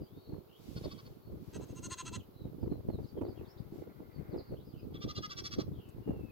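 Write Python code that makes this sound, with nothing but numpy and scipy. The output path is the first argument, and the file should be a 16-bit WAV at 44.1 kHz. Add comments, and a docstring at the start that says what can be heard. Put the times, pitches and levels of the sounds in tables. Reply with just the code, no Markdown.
"""A light wind buffets two microphone ports while far-off birds whistle and slur over a pasture.
Eddies press on the ports as rumble, flutter and soft thuds, above a steady hiss and soft rustles.
Lambs bleat three times, and a sheep once from far down the field. Each bleat is a string of throbs,
about fourteen a second, in which the vocal folds excite the resonances of throat and mouth.
One faint tick sounds near the end."""
import sys
import numpy as np
from scipy import signal
from scipy.fft import rfft, irfft, next_fast_len
from scipy.io import wavfile
from scipy.ndimage import uniform_filter1d

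SR = 44100
rng = np.random.default_rng(int(sys.argv[2]) if len(sys.argv) > 2 else 0)


def store_pcm(level_fs):
    """Save levels as 16-bit WAV."""
    pcm = np.round(np.clip(level_fs, -1, 1) * 32767).astype(np.int16)
    wavfile.write(sys.argv[1], SR, np.atleast_2d(pcm).T)


N = 278271

# the breeze between gusts: time_s, rumble_db
BREEZE = [(0, -61), (.52, -70), (.72, -50.5), (1.1, -56.5), (2.1, -52.5), (2.3, -60.5), (2.8, -43.5),
          (3.1, -48), (3.52, -60.5), (3.65, -53), (4.05, -50.5), (4.3, -49), (5.1, -52), (5.9, -51),
          (6.31, -50)]
# the wind veering between the ports: time_s, rumble_left_minus_right_db
VEER = [(0, 2.5), (.3, -0.5), (.55, -44), (.8, -1.5), (1.7, -1.5), (2.7, -3), (3.2, 15), (3.55, 17),
        (4.3, 11), (4.7, -6.5), (5.0, -2.5), (6.31, 4)]
# gusts: peak_s, half_length_s, rumble_db, flutter_minus_rumble_db
GUSTS = [(.01, 0.027, -44, -3), (0.171, 0.016, -48.5, -6.5), (0.332, 0.058, -44, -3),
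         (0.78, 0.04, -43.5, -4.5), (0.858, 0.021, -41, 1), (1.34, 0.04, -51, -2), (1.416, .02, -49.5, -22),
         (1.583, 0.052, -44, -2.5), (1.713, 0.023, -46, -0.5), (1.872, 0.053, -45, -7.5),
         (2.174, 0.033, -43, -11), (2.446, 0.047, -43.5, -6.5), (2.658, 0.039, -38, -4),
         (2.724, .024, -40.5, 1), (2.892, 0.015, -40.5, 3), (2.98, 0.021, -47, 2.5),
         (3.219, 0.075, -45.5, 6.5), (3.395, 0.039, -43.5, -3.5), (3.79, 0.085, -51.5, 3.5),
         (4.012, 0.019, -51, 3.5), (4.346, 0.046, -41, 2), (4.531, 0.017, -42.5, 2.5),
         (4.913, 0.098, -45.5, -6.5), (5.067, 0.036, -43, -5.5), (5.191, 0.02, -38, -8.5),
         (5.396, 0.064, -55, 1.5), (5.592, 0.026, -39, 2.5), (5.695, 0.06, -40.5, -12),
         (6.095, 0.033, -37, -1.5), (6.174, 0.052, -43.5, -5)]
# spectral shapes of the wind, hiss and rustle noises: frequency_hz, relative_density_db
RUMBLE_SPECTRUM = [(12, -21.5), (30, -13), (65, -0.5), (120, 3), (200, -2.5), (300, -6), (500, -31),
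                   (900, -62.5)]
FLUTTER_SPECTRUM = [(120, -28), (220, -10.5), (330, 3.5), (480, -3.5), (700, -16), (1000, -25.5),
                    (1500, -39), (2500, -44.5), (5000, -63)]
HISS_SPECTRUM = [(180, -35.5), (300, -11), (372, -0.5), (622, -14), (1380, -21), (1740, -32.5), (4550, -29),
                 (5650, -38.5), (9610, -46.5), (10400, -35), (11900, -29), (15000, -26), (15800, -29)]
BRIGHT_RUSTLE_SPECTRUM = [(800, -27), (2200, 3.5), (3000, 4.5), (4800, 5), (7500, -1.5), (9500, -7.5),
                          (11200, 2), (12800, -5.5), (13900, 3), (15000, -10)]
DULL_RUSTLE_SPECTRUM = [(900, 21), (1400, 13), (1750, 11.5), (2150, 11), (2700, 1), (4500, -31),
                        (9000, -70.5)]
# bird notes: start_s, length_s, middle_pitch_hz, relative_level_db, shape_name
BIRD_NOTES = [(0.0, 0.36, 3750, -80.5, "rise"), (.01, 0.059, 4780, -75.5, "whistle"),
              (0.158, 0.25, 4350, -77, "whistle"), (0.484, .12, 3130, -75, "rising buzz"),
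              (0.779, 0.2, 3460, -72.5, "falling buzz"), (1.216, 0.1, 4370, -77.5, "whistle"),
              (2.19, 0.023, 3170, -67.5, "fall"), (2.342, 0.12, 3990, -73.5, "whistle"),
              (2.606, 0.052, 4700, -77.5, "droop"), (2.697, 0.064, 4160, -73.5, "whistle"),
              (2.889, 0.089, 4070, -73.5, "droop"), (3.027, .03, 4340, -70.5, "fall"),
              (3.058, 0.05, 4840, -75.5, "trill"), (3.147, 0.072, 3150, -80.5, "fall"),
              (3.237, 0.039, 4240, -73.5, "fall"), (3.273, 0.049, 4730, -69, "trill"),
              (3.358, 0.038, 3000, -71, "fall"), (3.444, 0.02, 3700, -69.5, "droop"),
              (3.459, 0.068, 5100, -74.5, "rise"), (3.574, 0.0167, 4560, -68.5, "rise"),
              (4.122, 0.067, 4600, -77.5, "whistle"), (4.304, .045, 4350, -71.5, "fall"),
              (4.371, 0.036, 4550, -63, "fall"), (4.395, 0.16, 4550, -76.5, "trill"),
              (4.554, 0.07, 3350, -74.5, "rising buzz"), (4.636, 0.082, 5050, -74.5, "arch"),
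              (4.712, 0.11, 2860, -77, "falling buzz"), (4.767, 0.08, 4940, -77.5, "arch"),
              (5.72, 0.21, 2950, -76, "falling buzz"), (6.015, 0.47, 2618, -74.5, "droop")]
# pitch contours by shape name: start_to_middle_ratio, end_to_middle_ratio, trill_share
NOTE_SHAPES = {"whistle": (1.01, 0.96, 0.15), "droop": (1.09, 0.88, 0.11), "trill": (1.01, 0.94, .65),
               "fall": (1.15, 0.826, 0.43), "rise": (0.72, 1.06, 0.17), "arch": (.85, .77, 0.18),
               "rising buzz": (.88, 1.2, 1), "falling buzz": (1.26, .93, .85)}
# soft rustles: peak_s, half_length_s, bright_db, dull_db
RUSTLES = [(0.733, 0.16, -65, -71), (.92, 0.18, -70.5, -71), (1.586, 0.22, -71, -69.5),
           (3.053, 0.07, -78, -73), (3.45, 0.19, -81, -64.5), (3.768, 0.058, -72.5, -69),
           (4.29, .17, -97, -63.5), (6.25, 0.61, -96, -69)]
# the strongest single eddies at the ports: start_s, peak_db, left_minus_right_db
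EDDIES = [(.761, -30.5, -3), (1.704, -35.5, -15), (2.714, -27, 1), (2.886, -21.5, -2), (3.723, -33, 0),
          (4.538, -34, 6), (5.048, -29, 26), (5.584, -22.5, 0.5), (6.094, -22.5, 3)]
# each bleat from first throb to last: time_s, pitch_hz, level_db, roughness_share, brightness_db
FAINT_BLEAT = [(.775, 363, -52.5, 0.25, 9), (.921, 378.3, -52, 0.45, -1), (1.067, 359.5, -60.5, 0.33, -3)]
NEAR_BLEAT = [(1.556, 325.6, -54.5, 0.66, 2.1), (1.705, 344, -65.5, 0.28, 5), (1.852, 358, -46, 0.32, 9.5),
              (1.93, 360.3, -42, 0.37, 2.5), (2.0, 352.7, -43, 0.31, 1), (2.076, 335.3, -46.5, 0.35, 2),
              (2.149, 343, -45, 0.38, 2)]
FAR_BLEAT = [(3.84, 357, -70.5, 0.87, 0), (4.48, 352.4, -71, 0.82, 0)]
LAST_BLEAT = [(4.96, 387, -54, 0.23, -25), (5.04, 403.3, -46.5, .16, -7), (5.247, 409.2, -41, 0.23, -4),
              (5.32, 390.4, -43.5, 0.22, -5), (5.463, 393.3, -40.5, 0.31, 3), (5.605, 383.2, -46, 0.85, -2)]
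# resonances of throat and mouth: centre_hz, width_hz, relative_gain_db
FAINT_FORMANTS = [(1160, 480, 1), (2200, 400, -3.5), (3540, 1200, -3), (4420, 350, 6), (5200, 300, 0),
                  (6860, 690, -25)]
NEAR_FORMANTS = [(1019, 150, 7.5), (1270, 690, 1), (1920, 140, 0), (2700, 180, 6.5), (3260, 370, 1),
                 (4040, 540, 1), (4900, 150, -4.5), (6450, 630, 4), (6970, 390, -18), (7990, 630, -1.5),
                 (10700, 1700, -20)]
FAR_FORMANTS = [(1360, 300, 9), (2010, 340, 4)]
LAST_FORMANTS = [(1287, 240, -0.5), (1690, 240, -6.5), (2080, 260, -7.5), (2435, 180, -20),
                 (2920, 420, -11), (3320, 310, -2.5), (4033, 150, -2), (4700, 370, -3.5), (5470, 460, -2),
                 (6120, 200, -11), (7130, 490, -23.5), (11100, 4600, -33)]
# a faint tick: start_s, excitation_db, centre_hz, width_hz
TICK = (5.888, -61, 7500, 4500)

THROBS_PER_S = 13.7


def from_db(db):
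    """Amplitude grows tenfold for every 20 decibels."""
    return 10 ** (np.asarray(db) / 20)


def unit_rms(x):
    """Division by the root mean square gives unit power."""
    return x / np.sqrt(np.mean(x ** 2) + 1e-20)


def curve(rows):
    """Linear interpolation gives a value at every sample."""
    return np.interp(np.arange(N) / SR, *np.transpose(rows))


def add(out, sound, start_s):
    """Superposition: a sound adds to those already present."""
    at = int(round(start_s * SR))
    first, last = max(at, 0), min(at + sound.shape[-1], N)
    out[..., first:last] += sound[..., first - at:last - at]


def panned(side_db):
    """A level difference at constant power sets the direction."""
    gains = from_db(np.array([[1], [-1]]) * side_db / 2)
    return gains / np.sqrt(np.mean(gains ** 2, axis=0))


def drift(corner_hz, size=N):
    """Low-passed noise wanders smoothly, with unit rms."""
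    hz = np.arange(size // 2 + 1) * SR / size
    return unit_rms(irfft(rfft(rng.standard_normal(size)) / (1 + (hz / corner_hz) ** 4), size))


def noise(spectrum, drive=1):
    """Spectral shaping colours two uncorrelated channels of white noise."""
    size = next_fast_len(N)
    hz, db = np.transpose(spectrum)
    bin_hz = np.arange(size // 2 + 1) * SR / size
    gain = from_db(np.interp(np.log(bin_hz + 1), np.log(hz), db))
    white = rng.standard_normal((2, N)) * drive
    return unit_rms(irfft(rfft(white, size) * gain, size)[:, :N])


def resonate(x, hz, width_hz):
    """A damped resonator passes one band, with unit gain at its peak."""
    r = np.exp(-np.pi * width_hz / SR)
    feedback = [1, -2 * r * np.cos(2 * np.pi * hz / SR), r * r]
    return signal.lfilter(np.array([1, 0, -1]) * (1 - r * r) / 2, feedback, x)


def puff(peak_s, half_s):
    """The envelope of a puff of air rises faster than it decays."""
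    late_s = np.arange(N) / SR - peak_s
    away = np.minimum(np.abs(late_s) / (half_s * np.where(late_s < 0, .7, 1.047)), 10)
    return np.exp(-.5 * away ** 3)


def turbulence(spectrum, shared, burst_db, burst_hz):
    """Intermittency: small eddies arrive in quick bursts about a steady mean power."""
    chance = np.array([drift(burst_hz), drift(burst_hz)])
    pressure = noise(spectrum, drive=from_db(burst_db * np.minimum(chance, 1.3)))
    pressure = pressure + shared * pressure[::-1]
    power = uniform_filter1d(uniform_filter1d(np.mean(pressure ** 2, axis=0), SR // 25), SR // 40)
    return pressure / np.sqrt(power + 1e-9)


def wind():
    """Turbulent pressure at the ports rumbles and flutters; breeze and gusts add in power."""
    breeze = from_db(curve(BREEZE) + 5 * drift(corner_hz=15.7))
    rumble_power, flutter_power = breeze ** 2, (breeze * from_db(-8.5)) ** 2
    for peak_s, half_s, db, flutter_db in GUSTS:
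        gust = from_db(db) * puff(peak_s, half_s)
        rumble_power += gust ** 2
        flutter_power += (gust * from_db(flutter_db)) ** 2
    rumble = turbulence(RUMBLE_SPECTRUM, shared=.014, burst_db=8.5, burst_hz=64.6)
    flutter = turbulence(FLUTTER_SPECTRUM, shared=.022, burst_db=11.5, burst_hz=71.4)
    side_db = curve(VEER)
    rumble *= np.sqrt(rumble_power) * panned(side_db)
    flutter *= np.sqrt(flutter_power) * panned(-.5 - .22 * side_db)  # leans to the other port
    return rumble + flutter


def birds(trill_hz, trill_depth, waver):
    """Each note is a gliding tone; amplitude and frequency modulation chop it into a trill."""
    song, unsteady = np.zeros(N), drift(200)
    for start_s, length_s, middle_hz, db, shape in BIRD_NOTES:
        start, end, trill = NOTE_SHAPES[shape]
        progress = np.linspace(0, 1, int(length_s * SR))
        beat = 2 * np.pi * trill_hz * length_s * progress
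        glide = np.polyval(np.polyfit([0, .5, 1], [start, 1, end], 2), progress)
        wander = waver * (.82 + trill) * np.roll(unsteady, -int(start_s * SR))[:len(progress)]
        hz = middle_hz * glide * (1 - trill_depth * trill * np.sin(beat) + wander)
        envelope = np.sqrt(np.abs(np.sin(np.pi * progress))) * (1 + trill * np.cos(beat))
        tone = np.sqrt(2) * np.sin(2 * np.pi * np.cumsum(hz) / SR)
        add(song, from_db(db) * envelope * tone, start_s)
    song *= from_db(2.5 * drift(35))  # moving air makes far calls come and go
    return np.array([song, song])


def field_scatter(sound, t60_s, cutoff_hz=7000):
    """Scattering from grass, banks and fences leaves a short, exponentially decaying tail."""
    t = np.arange(SR // 2) / SR
    tail = rng.standard_normal((2, len(t))) * from_db(-60 * t / t60_s) * (t > .004)
    tail = signal.sosfilt(signal.butter(1, cutoff_hz, fs=SR, output="sos"), tail)
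    return signal.fftconvolve(sound, tail / np.sqrt(np.sum(tail ** 2) / 2), axes=1)[:, :N]


def hiss(level_db):
    """Stationary broadband noise forms the floor of the scene."""
    return from_db(level_db) * noise(HISS_SPECTRUM)


def rustling(bright_rest_db, dull_rest_db):
    """Incoherent sounds add in power: rustles swell above a bright and a dull bed of noise."""
    bright_power, dull_power = from_db(bright_rest_db) ** 2, from_db(dull_rest_db) ** 2
    for peak_s, half_s, bright_db, dull_db in RUSTLES:
        swell = puff(peak_s, half_s)
        bright_power += (from_db(bright_db) * swell) ** 2
        dull_power += (from_db(dull_db) * swell) ** 2
    bright = np.sqrt(bright_power) * noise(BRIGHT_RUSTLE_SPECTRUM)
    dull = np.sqrt(dull_power) * noise(DULL_RUSTLE_SPECTRUM)
    return bright + dull


def eddies(median_hz, rise_s):
    """An eddy crossing a port is a pressure transient, heard as a soft thud."""
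    thuds, t = np.zeros((2, N)), np.arange(2048) / SR
    envelope = (t / rise_s * np.exp(1 - t / rise_s)) ** 2
    for start_s, db, side_db in EDDIES:
        chance = rng.standard_normal((2, 2))  # each port has its own frequency and phase
        hz = median_hz * np.exp(.47 * chance[:, :1])
        swing = np.sin(2 * np.pi * hz * t + np.pi * chance[:, 1:])
        add(thuds, from_db(db) * panned(side_db) * swing * envelope, start_s)
    return thuds


def vocal_folds(t, pitch_hz, slope, arch, roughness):
    """Periodic closure of the folds yields harmonics, with a rush of air once in every cycle."""
    size = len(t)
    position = np.clip(t / .02, -1.5, 1.5)
    arch = arch * rng.uniform(.55, 1.35)  # no two throbs arch alike in pitch
    jitter = .036 * roughness * drift(227, size)
    hz = pitch_hz * (1 + slope * position - arch * position ** 2 + jitter)
    phase = 2 * np.pi * (np.cumsum(hz) / SR + rng.random())
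    harmonics = sum(np.cos(k * phase) * from_db(3.3 * drift(30, size)) for k in range(1, 37))
    breath = unit_rms(rng.standard_normal(size) * (1 + .82 * np.cos(phase)))
    shimmer = 1 + .5 * roughness * drift(220, size)
    return unit_rms(harmonics) * shimmer + 1.25 * roughness * breath


def throat(source, formants, formant_scale, bright_db):
    """Source and filter: parallel resonances shape the voice, which is then held at unit power."""
    voice = 0
    for centre_hz, width_hz, db in formants:
        # a harder push lifts the upper resonances
        lift_db = bright_db * np.clip(np.log2(centre_hz / 3300), 0, 1)
        hz = centre_hz * formant_scale
        voice += from_db(db + lift_db) * resonate(resonate(source, hz, width_hz), hz, width_hz)
    voice = signal.sosfilt(signal.butter(3, 850, "high", fs=SR, output="sos"), voice)
    return voice / np.sqrt(uniform_filter1d(voice ** 2, SR // 60) + 1e-12)


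def bleat(course, formants, throb_half_s, arch, slope, left_lag_ms):
    """A call pulses in evenly spaced throbs; a path difference delays it at one port."""
    times, *controls = np.transpose(course)
    count = int(round((times[-1] - times[0]) * THROBS_PER_S)) + 1
    beats = np.linspace(times[0], times[-1], count)
    pitches, levels, roughnesses, brights = [np.interp(beats, times, c) for c in controls]
    t = np.arange(-3072, 3072) / SR
    late = (t - .003) / throb_half_s
    # a throb builds up more slowly than it breaks off
    envelope = np.exp(-.7 * np.abs(late / np.where(late < 0, 1.2, .85)) ** 2.7)
    call = np.zeros(N)
    for beat_s, hz, db, roughness, bright_db in zip(beats, pitches, levels, roughnesses, brights):
        hz *= 1 + .0085 * rng.standard_normal()
        # the larynx rises with the pitch and shortens the throat
        formant_scale = (hz / pitches.mean()) ** .16
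        source = vocal_folds(t, hz, slope, arch, roughness)
        voice = throat(source, formants, formant_scale, bright_db)
        add(call, from_db(db) * voice * envelope, beat_s + t[0])
    lag = int(round(left_lag_ms * SR / 1000))
    return np.array([np.roll(call, lag), call])


def tick(decay_s):
    """A decaying noise burst excites a broad, high resonance."""
    start_s, db, hz, width_hz = TICK
    out, t = np.zeros((2, N)), np.arange(SR // 50) / SR
    burst = rng.standard_normal(len(t)) * np.exp(-t / decay_s)
    add(out, from_db(db) * resonate(burst, hz, width_hz), start_s)
    return out


def scene():
    """Direct and scattered calls superpose with wind, rustles and hiss at the microphone."""
    flock = bleat(FAINT_BLEAT, FAINT_FORMANTS, throb_half_s=.012, arch=.08, slope=-.0148, left_lag_ms=.25)
    flock += bleat(NEAR_BLEAT, NEAR_FORMANTS, throb_half_s=.017, arch=.115, slope=-.02, left_lag_ms=0)
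    flock += bleat(FAR_BLEAT, FAR_FORMANTS, throb_half_s=.024, arch=.14, slope=0, left_lag_ms=-.42)
    flock += bleat(LAST_BLEAT, LAST_FORMANTS, throb_half_s=.016, arch=.075, slope=-.027, left_lag_ms=.27)
    song = birds(trill_hz=60, trill_depth=.07, waver=.016)
    far_birds = from_db(-1) * song + from_db(-2) * field_scatter(song, t60_s=.15)
    background = rustling(bright_rest_db=-82.5, dull_rest_db=-77.5) + tick(decay_s=.013)
    background += hiss(level_db=-62.5)
    buffeting = wind() + eddies(median_hz=200, rise_s=.0026)
    flock += from_db(-18) * field_scatter(flock, t60_s=.2)
    return buffeting + far_birds + background + flock


def record(dry):
    """An elliptic low-pass filter cuts the treble steeply above 15.9 kHz."""
    return signal.sosfilt(signal.ellip(10, .1, 70, 15900, fs=SR, output="sos"), dry)


dry = scene()
out = record(dry)
store_pcm(out)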